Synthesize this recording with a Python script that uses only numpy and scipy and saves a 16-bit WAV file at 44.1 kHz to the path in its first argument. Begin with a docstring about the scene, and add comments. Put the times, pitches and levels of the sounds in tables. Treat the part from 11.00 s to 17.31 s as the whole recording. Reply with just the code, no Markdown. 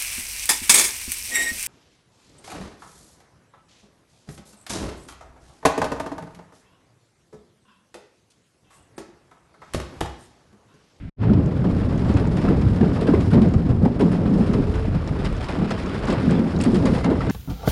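"""On board a light boat pushing through thin floating ice, heard through a small cased microphone.
A moment of calm water comes first (filtered noise), then a short silence and a quick fade into the ice.
Slabs knock (sinking tones) and drum (noise ringing the hull); ice grinds and cracks (bursts of noise).
Chunks clack and shards clink (short tones), splinters tick (puffs of noise), rubbing ice creaks,
rings and squeaks (rough tones), and wind buffets the microphone (deep noise)."""
import sys
import numpy as np
from scipy import signal
from scipy.fft import rfft, irfft
from scipy.io import wavfile
from scipy.ndimage import uniform_filter1d

SR = 44100
rng = np.random.default_rng(int(sys.argv[2]) if len(sys.argv) > 2 else 0)


def master_out(mix):
    """Clip the mix to full scale and print it as 16-bit PCM to the path in sys.argv[1]."""
    frames = np.transpose(np.atleast_2d(mix))
    ceiling = np.clip(frames, -1, 1)
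    pcm = np.round(ceiling * 32767).astype(np.int16)
    wavfile.write(sys.argv[1], SR, pcm)


N = 278271  # length in samples

# All levels in the tables are those before the microphone.


def undb(db):
    """Turn decibels into a gain."""
    return 10 ** (np.asarray(db) / 20)


def unit(x):
    """Scale a sound to an rms of 1."""
    return x / np.sqrt(np.mean(x ** 2))


def curves(table):
    """Join each column of a table by straight lines in time."""
    s, *columns = np.transpose(table)
    return [np.interp(np.arange(N) / SR, s, column) for column in columns]


def colour(x, points):
    """Filter with the given (Hz, dB) curve, without sounding early, by folding the cepstrum of its log gain."""
    hz, db = np.transpose(points)
    size = 8192
    grid_hz = np.arange(size // 2 + 1) * SR / size
    log_gain = np.interp(np.log(grid_hz + 1 * SR / size * 0 + 1), np.log(hz), db) * np.log(10) / 20
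    cepstrum = irfft(log_gain)
    cepstrum[1:size // 2] *= 2
    cepstrum[size // 2 + 1:] = 0
    return signal.fftconvolve(x, irfft(np.exp(rfft(cepstrum))))[:N]


def band(x, hz, width_hz):
    """Pass one resonance, with a gain of 1 at its centre."""
    return signal.lfilter(*signal.iirpeak(hz, hz / width_hz, SR), x)


def split_filter(x, order, hz, kind="low"):
    """Keep the part of a sound below (or above) a pitch."""
    return signal.sosfilt(signal.butter(order, hz, kind, fs=SR, output="sos"), x)


def walk(rate):
    """Wander at random: new levels come `rate` times a second and are smoothed twice."""
    k = int(SR / rate)
    steps = np.repeat(rng.standard_normal(N)[:N // k + 1], k)
    return uniform_filter1d(uniform_filter1d(steps, k), k)[:N]


def grit(rate, spread_db, tail_s):
    """Tiny fractures at random moments, few large and many small, each a short puff of noise."""
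    when, size, noise = rng.random(N), rng.exponential(size=N), rng.standard_normal(N)
    power = (when < rate / SR) * undb(2 * spread_db * size)
    power = signal.lfilter([1], [1, -np.exp(-1 / (tail_s * SR))], power)
    return unit(noise * np.sqrt(power))


def clinks(rows):
    """Pieces of ice ring briefly as a close pair of tones; rows of start_s, level_db, pitch_hz, ring_s."""
    out, t = np.zeros(N + SR), np.arange(SR // 20) / SR
    for (s, db, hz, ring_s), (start, mate) in zip(rows, rng.random((len(rows), 2))):
        mate_hz = hz * (0.879 + 0.2 * mate)
        pair = np.sin(2 * np.pi * hz * t) + 0.72 * np.sin(2 * np.pi * (mate_hz * t + start))
        # ring_s is the time to fade by 60 dB
        shape = (1 - np.exp(-t / 0.00037)) * np.exp(-np.log(1000) * t / ring_s)
        i = int(s * SR)
        out[i:i + len(t)] += undb(db) * pair * shape
    return out[:N]


def rub(table, width_hz, patchy_db, grip):
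    """A stick-slip tone whose grip slips at random becomes a rough band; a firm grip keeps a core of tone."""
    hz, db = curves(table)
    t = np.arange(N) / SR
    ends = np.clip(np.minimum(t - table[0][0], table[-1][0] - t) / 0.013, 0, 1)
    slips = signal.lfilter(*signal.butter(2, width_hz / 2, fs=SR), rng.standard_normal((2, N)))
    slips = unit(slips) + grip
    phase = 2 * np.pi * np.cumsum(hz + width_hz / 4 * walk(70)) / SR
    tone = unit(slips[0] * np.sin(phase) + slips[1] * np.cos(phase))
    return ends * undb(db + patchy_db * walk(37)) * tone


# tone curve of the calm water: pitch_hz [Hz], gain_db [dB, relative]
CALM_TONE = [(15, -59), (25, -7), (169, -8), (262, -12.5), (386, -29), (682, -32), (1030, -39), (1340, -34),
             (2180, -34.5), (4610, -48.5), (12000, -58), (15600, -108), (22000, -120)]
CALM_DB, CALM_END_S = -32.5, 0.096


def calm_water():
    """Calm water is steady noise, mostly low, that stops within two milliseconds."""
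    water = unit(colour(rng.standard_normal(N), CALM_TONE))
    return undb(CALM_DB) * water * np.clip((CALM_END_S - np.arange(N) / SR) / 0.0018, 0, 1)


# wind over time: time_s [s], level_db [dB, before random gusts], quick_db [dB, gain of the quick eddies]
WIND_GUSTS = [(0.24, -27, 10.5), (0.54, -28, 7), (1.0, -21, -3), (1.2, -21, 1), (1.39, -24.5, -1),
              (1.65, -16, -2), (2.05, -26, -1), (2.37, -16.5, 1), (2.6, -21.5, -6), (2.83, -16, -2),
              (2.95, -25.5, -6), (3.65, -17.5, -11), (3.97, -17.5, -7), (4.3, -20, -12), (4.9, -30.5, -2.5),
              (5.02, -21.5, -6), (5.5, -24.5, -7), (5.73, -21.5, -1), (6.31, -28, 3)]
# tone curve of the wind: pitch_hz [Hz], gain_db [dB, relative]
WIND_TONE = [(12, -40.5), (25, 2), (60, 11), (100, 13.5), (150, 9), (300, -49.5)]


def wind():
    """Eddies press on the microphone port; quick ones sit higher than slow ones."""
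    level_db, quick_db = curves(WIND_GUSTS)
    air = unit(colour(rng.standard_normal(N), WIND_TONE))
    slow = split_filter(air, 1, 55)
    return undb(level_db + walk(20)) * (slow + undb(quick_db) * (air - slow))


# loudness of loose pieces by pitch: pitch_hz [Hz], level_db [dB, relative]
SHARD_SIZES = [(500, -3.5), (900, -6), (1350, -4), (2000, -12), (2900, -8.5), (4200, -19), (6000, -23.5),
               (7800, -17.5)]
SHARDS_PER_S = 400


def shards():
    """Loose pieces of every size clink together at random, few loud and many faint."""
    when, size, loud = rng.random((int(SHARDS_PER_S * N / SR), 3)).T
    sizes_hz, sizes_db = np.transpose(SHARD_SIZES)
    hz = sizes_hz[0] * (sizes_hz[-1] / sizes_hz[0]) ** size
    db = np.interp(np.log(hz), np.log(sizes_hz), sizes_db) - 2 * np.log(1 - .97 * loud)
    ring_s = np.clip(0.004 + 14 / hz, .002, .04)  # high pieces ring shorter
    return unit(clinks(np.transpose([when * N / SR, db, hz, ring_s])))


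# tone curve of the crumbling ice: pitch_hz [Hz], gain_db [dB, relative]
GRIND_TONE = [(150, -19), (400, 1.5), (800, -11), (1300, -9), (2500, -16), (4000, -22.5), (8000, -35),
              (11000, -35), (15000, -44.5)]


def grinding(level_db, bright_db):
    """Ice crumbles along the side, coarse to fine crumbs each in their own fits; brightness lifts the treble."""
    crumbs = colour(grit(700, 1.96, 0.0051) * undb(0.6 * walk(30)), GRIND_TONE)
    coarse = split_filter(crumbs, 1, 1100)
    middle = split_filter(crumbs - coarse, 1, 3200)
    fine = crumbs - coarse - middle
    crumbs = unit(sum(part * undb(2.0 * walk(25)) for part in (coarse, middle, fine)))
    crackle = unit(band(grit(40, 2.9, 0.0018), 8000, 7000))
    crumbs = crumbs + undb(-5) * shards() + undb(-49.0) * crackle
    treble = split_filter(crumbs, 2, 4500, "high")
    return undb(level_db) * (crumbs + (undb(bright_db) - 1) * treble)


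# a slab creaks along the side, rising overall: time_s [s], pitch_hz [Hz], level_db [dB]
CREAK_PATH = [(3.33, 375, -31), (3.45, 394, -27), (3.53, 412, -28), (3.56, 392, -29), (3.61, 405, -27),
              (3.64, 410, -42), (3.68, 425, -29), (3.76, 438, -30), (3.87, 450, -33)]


def creak():
    """A firm grip keeps a clear tone in the rubbing."""
    return rub(CREAK_PATH, width_hz=30, patchy_db=1.5, grip=4)


# a thin rough ring near the end: time_s [s], pitch_hz [Hz], level_db [dB]
RING_PATH = [(5.88, 2060, -47), (6.05, 2055, -44.5), (6.36, 2045, -44)]


def rough_ring():
    """A loose grip spreads the tone into a rough band."""
    return rub(RING_PATH, width_hz=100, patchy_db=2, grip=.6)


# a brief squeak: time_s [s], pitch_hz [Hz], level_db [dB]
SQUEAK_PATH = [(5.32, 3380, -49), (5.365, 3400, -42.5), (5.41, 3350, -49)]


def squeak():
    """An even looser grip makes a wide, high band."""
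    return rub(SQUEAK_PATH, width_hz=260, patchy_db=2, grip=.4)


# single bright ticks of thin ice: start_s [s], level_db [dB], pitch_hz [Hz]
TICK_EVENTS = [(0.46, -33, 6800), (0.9774, -31, 6530), (1.1404, -30, 6740), (1.1704, -29, 6680),
               (1.2716, -32, 7370), (1.3694, -36, 6630), (1.614, -34, 6960), (1.76, -36, 6810),
               (2.0109, -30, 9740), (2.0698, -39, 8160), (2.2095, -30, 6400), (2.3172, -33, 9180),
               (2.4864, -36, 7210), (2.5377, -29, 6700), (2.6929, -40, 6770), (2.998, -35, 9490),
               (3.12, -32, 9580), (3.533, -27.5, 5900), (3.755, -34, 6930), (4.0753, -27, 6200),
               (4.243, -35, 8200), (4.3663, -32, 6700), (4.326, -37, 7500), (4.449, -37, 7500),
               (4.657, -39, 7500), (4.7064, -26, 6300), (4.834, -32, 6300), (4.86, -30, 6600),
               (5.0527, -26.5, 6840), (5.0805, -33, 7600), (5.102, -24, 6360), (5.1274, -25, 7260),
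               (5.308, -24, 7950), (5.5634, -31, 5600), (5.5888, -27, 6530), (5.6123, -15.5, 7800),
               (5.622, -21, 8400), (5.6383, -16, 8250), (5.744, -28, 7980), (5.856, -18.5, 7100),
               (6.0442, -22.5, 6070), (6.206, -39, 7500), (6.2984, -21, 6240)]
TICK_RISE_S, TICK_DECAY_S = 0.0005, 0.0024
TICK_WIDTH = 0.35  # width of each of its two filters, as a share of the pitch


def ticks():
    """A splinter breaks off: a puff of a few milliseconds around its own pitch, with a hiss on top."""
    out, t = np.zeros(N + SR), np.arange(SR // 20) / SR
    puff = (1 - np.exp(-t / TICK_RISE_S)) * np.exp(-t / TICK_DECAY_S)
    for (s, db, hz), noise in zip(TICK_EVENTS, rng.standard_normal((len(TICK_EVENTS), len(t)))):
        width_hz = TICK_WIDTH * hz
        pitched = unit(band(band(noise, hz, width_hz), hz, width_hz))
        sound = puff * (pitched + 0.3 * unit(np.gradient(noise)))
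        i = int(s * SR)
        out[i:i + len(t)] += undb(db) * sound * np.sqrt(np.sum(puff ** 2) / np.sum(sound ** 2))
    return out[:N]


# sheets cracking: start_s [s], level_db [dB, lowered by CREST_DB], body_db [dB above the snap],
# length_s [s, scaled for each layer]
CRACK_EVENTS = [(0.227, -33, 20, 0.015), (0.294, -35, 12, 0.021), (0.331, -22.5, -6, 0.013),
                (0.638, -27.5, 12, 0.014), (0.697, -25.5, 14, 0.0075), (0.812, -38, 20, 0.012),
                (0.893, -37, 19, 0.019), (0.976, -32, 8.5, 0.15), (1.086, -32, 12, 0.082),
                (1.162, -27.5, 11.5, 0.03), (1.236, -37, 18.5, 0.028), (1.366, -20, 4, 0.024),
                (1.411, -24.5, 4, 0.019), (1.439, -34.5, 21, 0.027), (1.486, -22.5, 16, 0.0094),
                (1.615, -20, 6, 0.0061), (1.698, -33, 14, 0.0062), (1.76, -28, -3, 0.028),
                (1.81, -17, 14.5, 0.0048), (1.949, -30, 13.5, 0.047), (2.0085, -21.5, -6, 0.023),
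                (2.067, -22, 13, 0.017), (2.09, -26, 6, 0.013), (2.132, -28.5, 15, 0.015),
                (2.139, -32, 6, 0.025), (2.2014, -24, 3, 0.017), (2.302, -27, 5.5, 0.039),
                (2.33, -20, 8, 0.021), (2.415, -19.5, 4, 0.018), (2.536, -25, 15.5, 0.008),
                (2.692, -27, 13.5, 0.017), (2.85, -20, 12.5, 0.0073), (2.854, -38, 5, 0.01),
                (2.993, -21, 8, 0.017), (3.005, -21, -1, 0.025), (3.115, -26.5, 11.5, 0.036),
                (3.254, -28.5, 14, 0.019), (3.3344, -25.5, 2, 0.015), (3.402, -32, 15, 0.026),
                (3.461, -25, -9, 0.027), (3.533, -18.5, 9, 0.013), (3.738, -25.5, 9, 0.042),
                (4.075, -27, 9.5, 0.023), (4.184, -28, 5, 0.05), (4.247, -15.5, -1, 0.021),
                (4.372, -29, -4, 0.017), (4.407, -19, -3, 0.008), (4.425, -23.5, -2, 0.039),
                (4.484, -20.5, 4, 0.05), (4.53, -33, 12, 0.025), (4.68, -26, -4, 0.057),
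                (4.705, -13.5, 5.5, 0.013), (4.785, -24, -12, 0.025), (4.846, -39, -3, 0.011),
                (4.86, -28, -8, 0.012), (4.887, -23.5, 0, 0.018), (4.938, -25.5, 8, 0.028),
                (5.022, -30.5, 14.5, 0.049), (5.071, -19.5, 3.5, 0.036), (5.098, -20.5, 4, 0.026),
                (5.13, -25, 9, 0.018), (5.197, -27.5, -16, 0.16), (5.296, -24.5, 9, 0.039),
                (5.391, -24, -2, 0.014), (5.457, -33.5, 10.5, 0.1), (5.554, -33, -1, 0.013),
                (5.6, -18, -9, 0.034), (5.633, -21, 1.5, 0.048), (5.714, -27.5, -6, 0.032),
                (5.742, -20, -3, 0.017), (5.755, -20.5, -3, 0.012), (5.82, -31, 13, 0.013),
                (5.852, -16, 8.5, 0.025), (5.934, -24, 9, 0.049), (6.038, -18.5, 11, 0.02),
                (6.1, -26, 6, 0.018), (6.148, -40, 14, 0.013), (6.202, -35, 21.5, 0.022),
                (6.292, -25, 16, 0.015)]
CREST_DB = 12.5  # allowance for the peaks of a crackle above its rms
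# centre and width of each filter; every layer is filtered twice
BODY_HZ, BODY_WIDTH_HZ, BODY_RISE_S = 554, 1060, 0.0063
SNAP_HZ, SNAP_WIDTH_HZ, CRACK_RISE_S = 1620, 4000, 0.0017
SPLINTER_HZ, SPLINTER_WIDTH_HZ = 9500, 5000
SPLINTER_DB = -18.5  # relative to the snap, before the brightness of the ice is added


def cracks(bright_db):
    """Each crack runs through the sheet for a moment, then stops; the thick body outlasts the splinters."""
    out, t = np.zeros(N + SR), np.arange(SR // 5) / SR
    layers = [grit(1400, 1.8, 0.00058) for _ in range(3)]
    for s, db, body_db, length_s in CRACK_EVENTS:
        i = int(s * SR)
        splinter_db = SPLINTER_DB + bright_db[i]
        # centre, width, level, stretch of the length, rise time
        parts = ((BODY_HZ, BODY_WIDTH_HZ, body_db, 1.4, BODY_RISE_S),
                 (SNAP_HZ, SNAP_WIDTH_HZ, 0, 1.05, CRACK_RISE_S),
                 (SPLINTER_HZ, SPLINTER_WIDTH_HZ, splinter_db, .9, CRACK_RISE_S))
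        for fractures, (hz, width_hz, part_db, stretch, rise_s) in zip(layers, parts):
            run = t / (max(length_s, .001) * stretch)
            # a main burst with a faint, longer tail
            burst = (1 - np.exp(-t / rise_s)) * (np.exp(-run ** 1.78) + 0.11 * np.exp(-run / 7.6))
            piece = np.roll(fractures, -i)[:len(t)]
            sound = band(band(piece, hz, width_hz), hz, width_hz) * burst
            level = np.sqrt(np.sum(burst ** 2) / np.sum(sound ** 2))
            out[i:i + len(t)] += undb(db + part_db) * sound * level
    return undb(-CREST_DB) * out[:N]


# chunks of ice against the side: start_s [s], level_db [dB, main tone], pitch_hz [Hz],
# ring_s [s, to fade by 60 dB]
CLACK_EVENTS = [(0.296, -24, 1410, 0.042), (0.64, -24, 630, 0.029), (1.096, -28, 835, 0.03),
                (1.171, -28, 2550, 0.029), (1.174, -27, 1270, 0.032), (1.482, -31, 2650, 0.029),
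                (1.482, -22, 1290, 0.03), (1.497, -22, 666, 0.03), (1.502, -17, 400, 0.027),
                (1.81, -23, 1770, 0.03), (1.812, -28, 1350, 0.033), (2.074, -40, 3120, 0.022),
                (2.075, -31, 4700, 0.025), (2.084, -9.5, 515, 0.04), (2.089, -22, 1450, 0.032),
                (2.098, -19, 654, 0.03), (2.135, -16.5, 1050, 0.045), (2.138, -7, 380, 0.082),
                (2.144, -30, 1481, 0.03), (2.145, -23, 2040, 0.03), (2.157, -8, 430, 0.05),
                (2.317, -26, 1450, 0.043), (2.334, -32, 1910, 0.028), (2.335, -31, 1309, 0.03),
                (2.856, -30, 1500, 0.025), (2.858, -11.5, 800, 0.032), (2.859, -16, 520, 0.027),
                (2.88, -24, 840, 0.03), (3.001, -28, 1550, 0.04), (3.016, -19.5, 954, 0.097),
                (3.022, -17, 477, 0.04), (3.02, -32, 4000, 0.033), (3.405, -39, 710, 0.023),
                (3.409, -26, 1830, 0.025), (3.849, -19.5, 617, 0.025), (4.257, -27, 2100, 0.032),
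                (4.261, -29, 2970, 0.056), (4.409, -26, 2330, 0.019), (4.49, -23, 2430, 0.025),
                (4.491, -28, 1275, 0.03), (4.506, -36, 2016, 0.03), (4.705, -33, 1950, 0.03),
                (4.708, -21, 2870, 0.012), (4.708, -13, 1360, 0.024), (4.709, -19, 700, 0.045),
                (4.72, -21, 1530, 0.034), (4.948, -28, 1710, 0.03), (5.075, -30, 1723, 0.025),
                (5.085, -15.5, 1120, 0.025), (5.101, -34, 3020, 0.029), (5.102, -37, 4350, 0.025),
                (5.105, -24, 1370, 0.029), (5.107, -35, 2153, 0.03), (5.124, -28, 4150, 0.022),
                (5.126, -20, 1200, 0.033), (5.129, -11, 494, 0.026), (5.141, -31, 1100, 0.03),
                (5.292, -25, 1619, 0.032), (5.553, -23, 700, 0.025), (5.563, -27, 3870, 0.016),
                (5.61, -40, 4700, 0.029), (5.61, -19, 2600, 0.024), (5.637, -30, 3300, 0.018),
                (5.638, -31, 2170, 0.034), (5.853, -39, 4630, 0.029), (5.859, -35, 1760, 0.03),
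                (5.863, -34, 1310, 0.03), (5.864, -38, 2620, 0.036), (5.879, -8, 520, 0.036),
                (5.95, -34, 2067, 0.03), (6.047, -20.5, 1310, 0.037), (6.048, -23, 930, 0.033),
                (6.062, -20, 910, 0.039), (6.114, -28, 1460, 0.04), (6.128, -27, 1040, 0.049),
                (6.206, -20, 1340, 0.05), (6.21, -30, 1620, 0.032), (6.217, -23, 2050, 0.03)]


def clacks():
    """Chunks of ice clack against the side, each ringing as a pair of tones."""
    return clinks(CLACK_EVENTS)


# slabs knocking the hull: start_s [s], level_db [dB, main tone], pitch_hz [Hz, at the start],
# contact_s [s, before the ring fades]
KNOCK_EVENTS = [(0.253, -10, 102.3, 0.024), (0.302, -11, 100, 0.0066), (0.298, -3.5, 213.7, 0.022),
                (0.344, -10.5, 118, 0.022), (0.364, -12.5, 179, 0.037), (0.384, -14, 108, 0.0099),
                (0.449, -21, 128, 0.023), (0.594, -11, 129, 0.021), (0.666, -10, 177, 0.012),
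                (0.689, -16, 99, 0.014), (0.73, -15, 92.5, 0.011), (0.941, -12, 139, 0.0044),
                (0.997, -12, 99, 0.012), (1.048, -17, 116.4, 0.039), (1.079, -16.5, 100, 0.022),
                (1.096, -6.5, 208, 0.01), (1.144, -10.5, 291, 0.0057), (1.153, -4.5, 104, 0.005),
                (1.269, -14.5, 158.3, 0.033), (1.391, -25, 172, 0.006), (1.478, -9, 182, 0.019),
                (1.527, -12.5, 190, 0.022), (1.56, -15, 92, 0.05), (1.663, -9.5, 119, 0.011),
                (1.72, -18, 100, 0.008), (1.755, -15, 106, 0.021), (1.812, -2, 224, 0.0065),
                (1.873, -27, 152, 0.0055), (1.991, -11, 166, 0.0065), (2.0882, -2.5, 283, 0.0059),
                (2.101, -12, 190, 0.01), (2.115, -11, 215, 0.0061), (2.164, -9, 177, 0.016),
                (2.187, -8, 115, 0.0062), (2.321, -7.5, 170, 0.012), (2.346, -6, 245, 0.019),
                (2.372, -7, 216, 0.0086), (2.412, -4, 219.4, 0.024), (2.46, -6.5, 163, 0.016),
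                (2.481, -13, 107, 0.016), (2.55, -5.5, 206, 0.0033), (2.56, -4, 92, 0.0053),
                (2.697, -9.5, 121, 0.016), (2.831, -2.5, 167, 0.0062), (2.836, -17, 247, 0.086),
                (2.858, -4, 257, 0.0055), (3.001, -11.5, 408, 0.01), (3.015, -13, 180, 0.047),
                (3.02, -9.5, 338, 0.0059), (3.105, -10, 182, 0.0084), (3.318, -9.5, 188, 0.026),
                (3.358, -10, 171, 0.008), (3.392, -19, 179, 0.028), (3.404, -8.5, 215.6, 0.02),
                (3.49, -8.5, 206, 0.014), (3.878, -11, 195, 0.0054), (3.951, -12, 163, 0.014),
                (4.041, -13, 106, 0.0042), (4.109, -7.5, 139, 0.0042), (4.191, -16.5, 229, 0.0097),
                (4.718, -16.5, 212, 0.01), (5.08, -16.5, 259, 0.012), (5.096, -18.5, 176, 0.017),
                (5.28, -14.5, 139, 0.017), (5.277, -2, 217, 0.0035), (5.372, -10, 187, 0.006),
                (5.394, -1.5, 227, 0.0034), (5.658, -14, 288, 0.0052), (5.668, -14.5, 233, 0.039),
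                (5.7, -20, 189.5, 0.064), (5.729, -9, 209, 0.028), (5.732, -9, 215, 0.047),
                (5.845, -24, 152, 0.039), (5.85, -14, 154, 0.02), (5.974, -14.5, 480, 0.0049),
                (6.05, -10, 184, 0.0064)]
KNOCK_RING_S = 0.052  # time to fade by 60 dB after the contact
KNOCK_SAG_PER_S = 0.76  # share of the starting pitch lost per second


def knocks():
    """A blow or shove rings a hull panel and its upper neighbour while contact lasts; the pitch sags a little."""
    out, t = np.zeros(N), np.arange(SR // 2) / SR
    for (s, db, hz, contact_s), start in zip(KNOCK_EVENTS, rng.random(len(KNOCK_EVENTS))):
        turn = 2 * np.pi * hz * t * (1 - KNOCK_SAG_PER_S / 2 * t)
        ring = 0.28 * np.sin(1.7 * turn + 2 * np.pi * start) - np.sin(turn)
        fade = np.exp(-np.log(1000) * np.clip(t - contact_s, 0, None) / KNOCK_RING_S)
        ring *= (1 - np.exp(-t / 0.0026)) * fade
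        i = int(s * SR)
        out[i:i + len(t)] += undb(db) * ring[:N - i]
    return out


# slabs riding under the bow: start_s [s], drumming_db [dB], hold_s [s],
# weight_db [dB per octave down, at the start]
SLAB_EVENTS = [(0.31, -18.5, 0.098, 10), (0.639, -18, 0.023, 0), (1.103, -24, 0.11, -25),
               (1.436, -16, 0.09, -12.5), (1.802, -14.5, 0.023, 5.5), (1.997, -21, 0.05, -21),
               (2.088, -15.5, 0.094, 2), (2.321, -12.5, 0.06, 0), (2.43, -19.5, 0.039, -17),
               (2.538, -21, 0.1, 9.5), (2.686, -19, 0.016, -4.5), (2.832, -16.5, 0.013, -5),
               (2.991, -14, 0.054, -7), (3.302, -18.5, 0.069, -1), (3.519, -20.5, 0.074, -7.5),
               (3.936, -25, 0.019, 7.5), (4.124, -24.5, 0.038, -5.5), (4.224, -22.5, 0.034, 15),
               (4.575, -22.5, 0.073, 8), (5.079, -21.5, 0.078, -16), (5.266, -18.5, 0.043, 0.5),
               (5.368, -19, 0.031, 5), (5.665, -24.5, 0.15, -1.5), (5.794, -18.5, 0.13, -10),
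               (6.055, -17, 0.075, -7), (6.18, -24, 0.038, 7.5)]
SLAB_RISE_S, SLAB_RELEASE_S = 0.0065, 0.043
STEADY_WEIGHT_DB = 8  # dB per octave down, for the steady push
SINK_DB_PER_S = 55  # a slab's weight grows for 0.2 s as it slides under the hull


def slabs(steady_db):
    """Each slab swells the drumming fast, holds and lets go; gives the level and weight at each moment."""
    t = np.arange(N) / SR
    power = undb(2 * steady_db)
    weighted = power * STEADY_WEIGHT_DB
    for s, db, hold_s, weight_db in SLAB_EVENTS:
        rise = np.clip((t - s) / SLAB_RISE_S, 0, 1)
        release = np.exp(-np.clip(t - s - SLAB_RISE_S - hold_s, 0, None) / SLAB_RELEASE_S)
        slab_power = (undb(db) * rise * release) ** 2
        slab_weight = weight_db + SINK_DB_PER_S * np.clip(t - s, 0, .2)
        power = power + slab_power
        weighted = weighted + slab_weight * slab_power
    return 10 * np.log10(power), weighted / power


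# broad panel modes: pitch_hz [Hz], width_hz [Hz, doubled in a second filter], level_db [dB, relative]
HULL_MODES = [(130.7, 67, -7.5), (175.4, 53, 2), (211, 59, 0), (250.6, 84, 0.5), (338.4, 155, -6),
              (426, 67, -24)]


def hull(level_db, weight_db):
    """A hail of ice blows rings the broad panel modes; heavier slabs favour those below 200 Hz."""
    blows = grit(200, 1.95, 0.018)
    modes = 0
    for hz, width_hz, db in HULL_MODES:
        mode = band(band(blows, hz, width_hz), hz, 2 * width_hz)
        modes = modes + undb(db + weight_db * np.log2(200 / hz)) * mode
    return undb(level_db) * unit(modes)


# steady push of the ice: time_s [s], drumming_db [dB], grinding_db [dB, before the slabs],
# brightness_db [dB, treble gain]
PUSH_PATH = [(0.24, -18.5, -35, -13), (0.39, -19.5, -37, 3), (0.85, -20, -34, 6), (1.44, -19.5, -33.5, 6),
             (1.9, -19.5, -32.5, 5.5), (2.22, -18.5, -33.5, 7), (2.81, -21, -38.5, 7), (3.42, -17, -34, 7),
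             (3.74, -25, -34, 5.5), (4.21, -31, -32.5, 4.5), (4.99, -24, -29, 2.5), (5.28, -18, -29.5, 2),
             (5.45, -17, -33.5, 6.5), (5.92, -17, -33, 10), (6.11, -32.5, -33.5, 5.5), (6.31, -17, -31, 4)]
GRIND_FOLLOWS = 0.12  # share of a slab's swell in dB that the grinding takes over
FADE_S, FADE_END_S = 0.163, 0.235  # the ice fades in


def scene():
    """Calm water, a gap, then the ice with the wind."""
    steady_db, grind_db, bright_db = curves(PUSH_PATH)
    hull_db, weight_db = slabs(steady_db)
    grind_db = grind_db + GRIND_FOLLOWS * (hull_db - steady_db)
    ice = wind() + grinding(grind_db, bright_db)
    ice += creak() + rough_ring() + squeak()
    ice += ticks() + cracks(bright_db) + clacks()
    ice += knocks() + hull(hull_db, weight_db)
    fade = np.clip((np.arange(N) / SR - FADE_S) / (FADE_END_S - FADE_S), 0, 1) ** 2
    return (calm_water() + fade * ice)[None]


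# tone curve of the microphone in its case: pitch_hz [Hz], gain_db [dB]
MIC_TONE = [(20, 2), (4300, -5.5), (5300, -4), (5900, -11), (7500, -9), (10100, -10), (11000, -20),
            (12000, -22.5), (14300, -22.5), (15500, -53)]
TOP_HZ = 15600


def record(dry):
    """The cased microphone dulls the treble in steps and rounds the loudest blows; the top is cut."""
    heard = np.tanh(colour(dry[0], MIC_TONE) * 1.06) / 1.197
    return signal.sosfilt(signal.ellip(8, .2, 70, TOP_HZ, fs=SR, output="sos"), heard)[None]


dry = scene()
out = record(dry)
master_out(out)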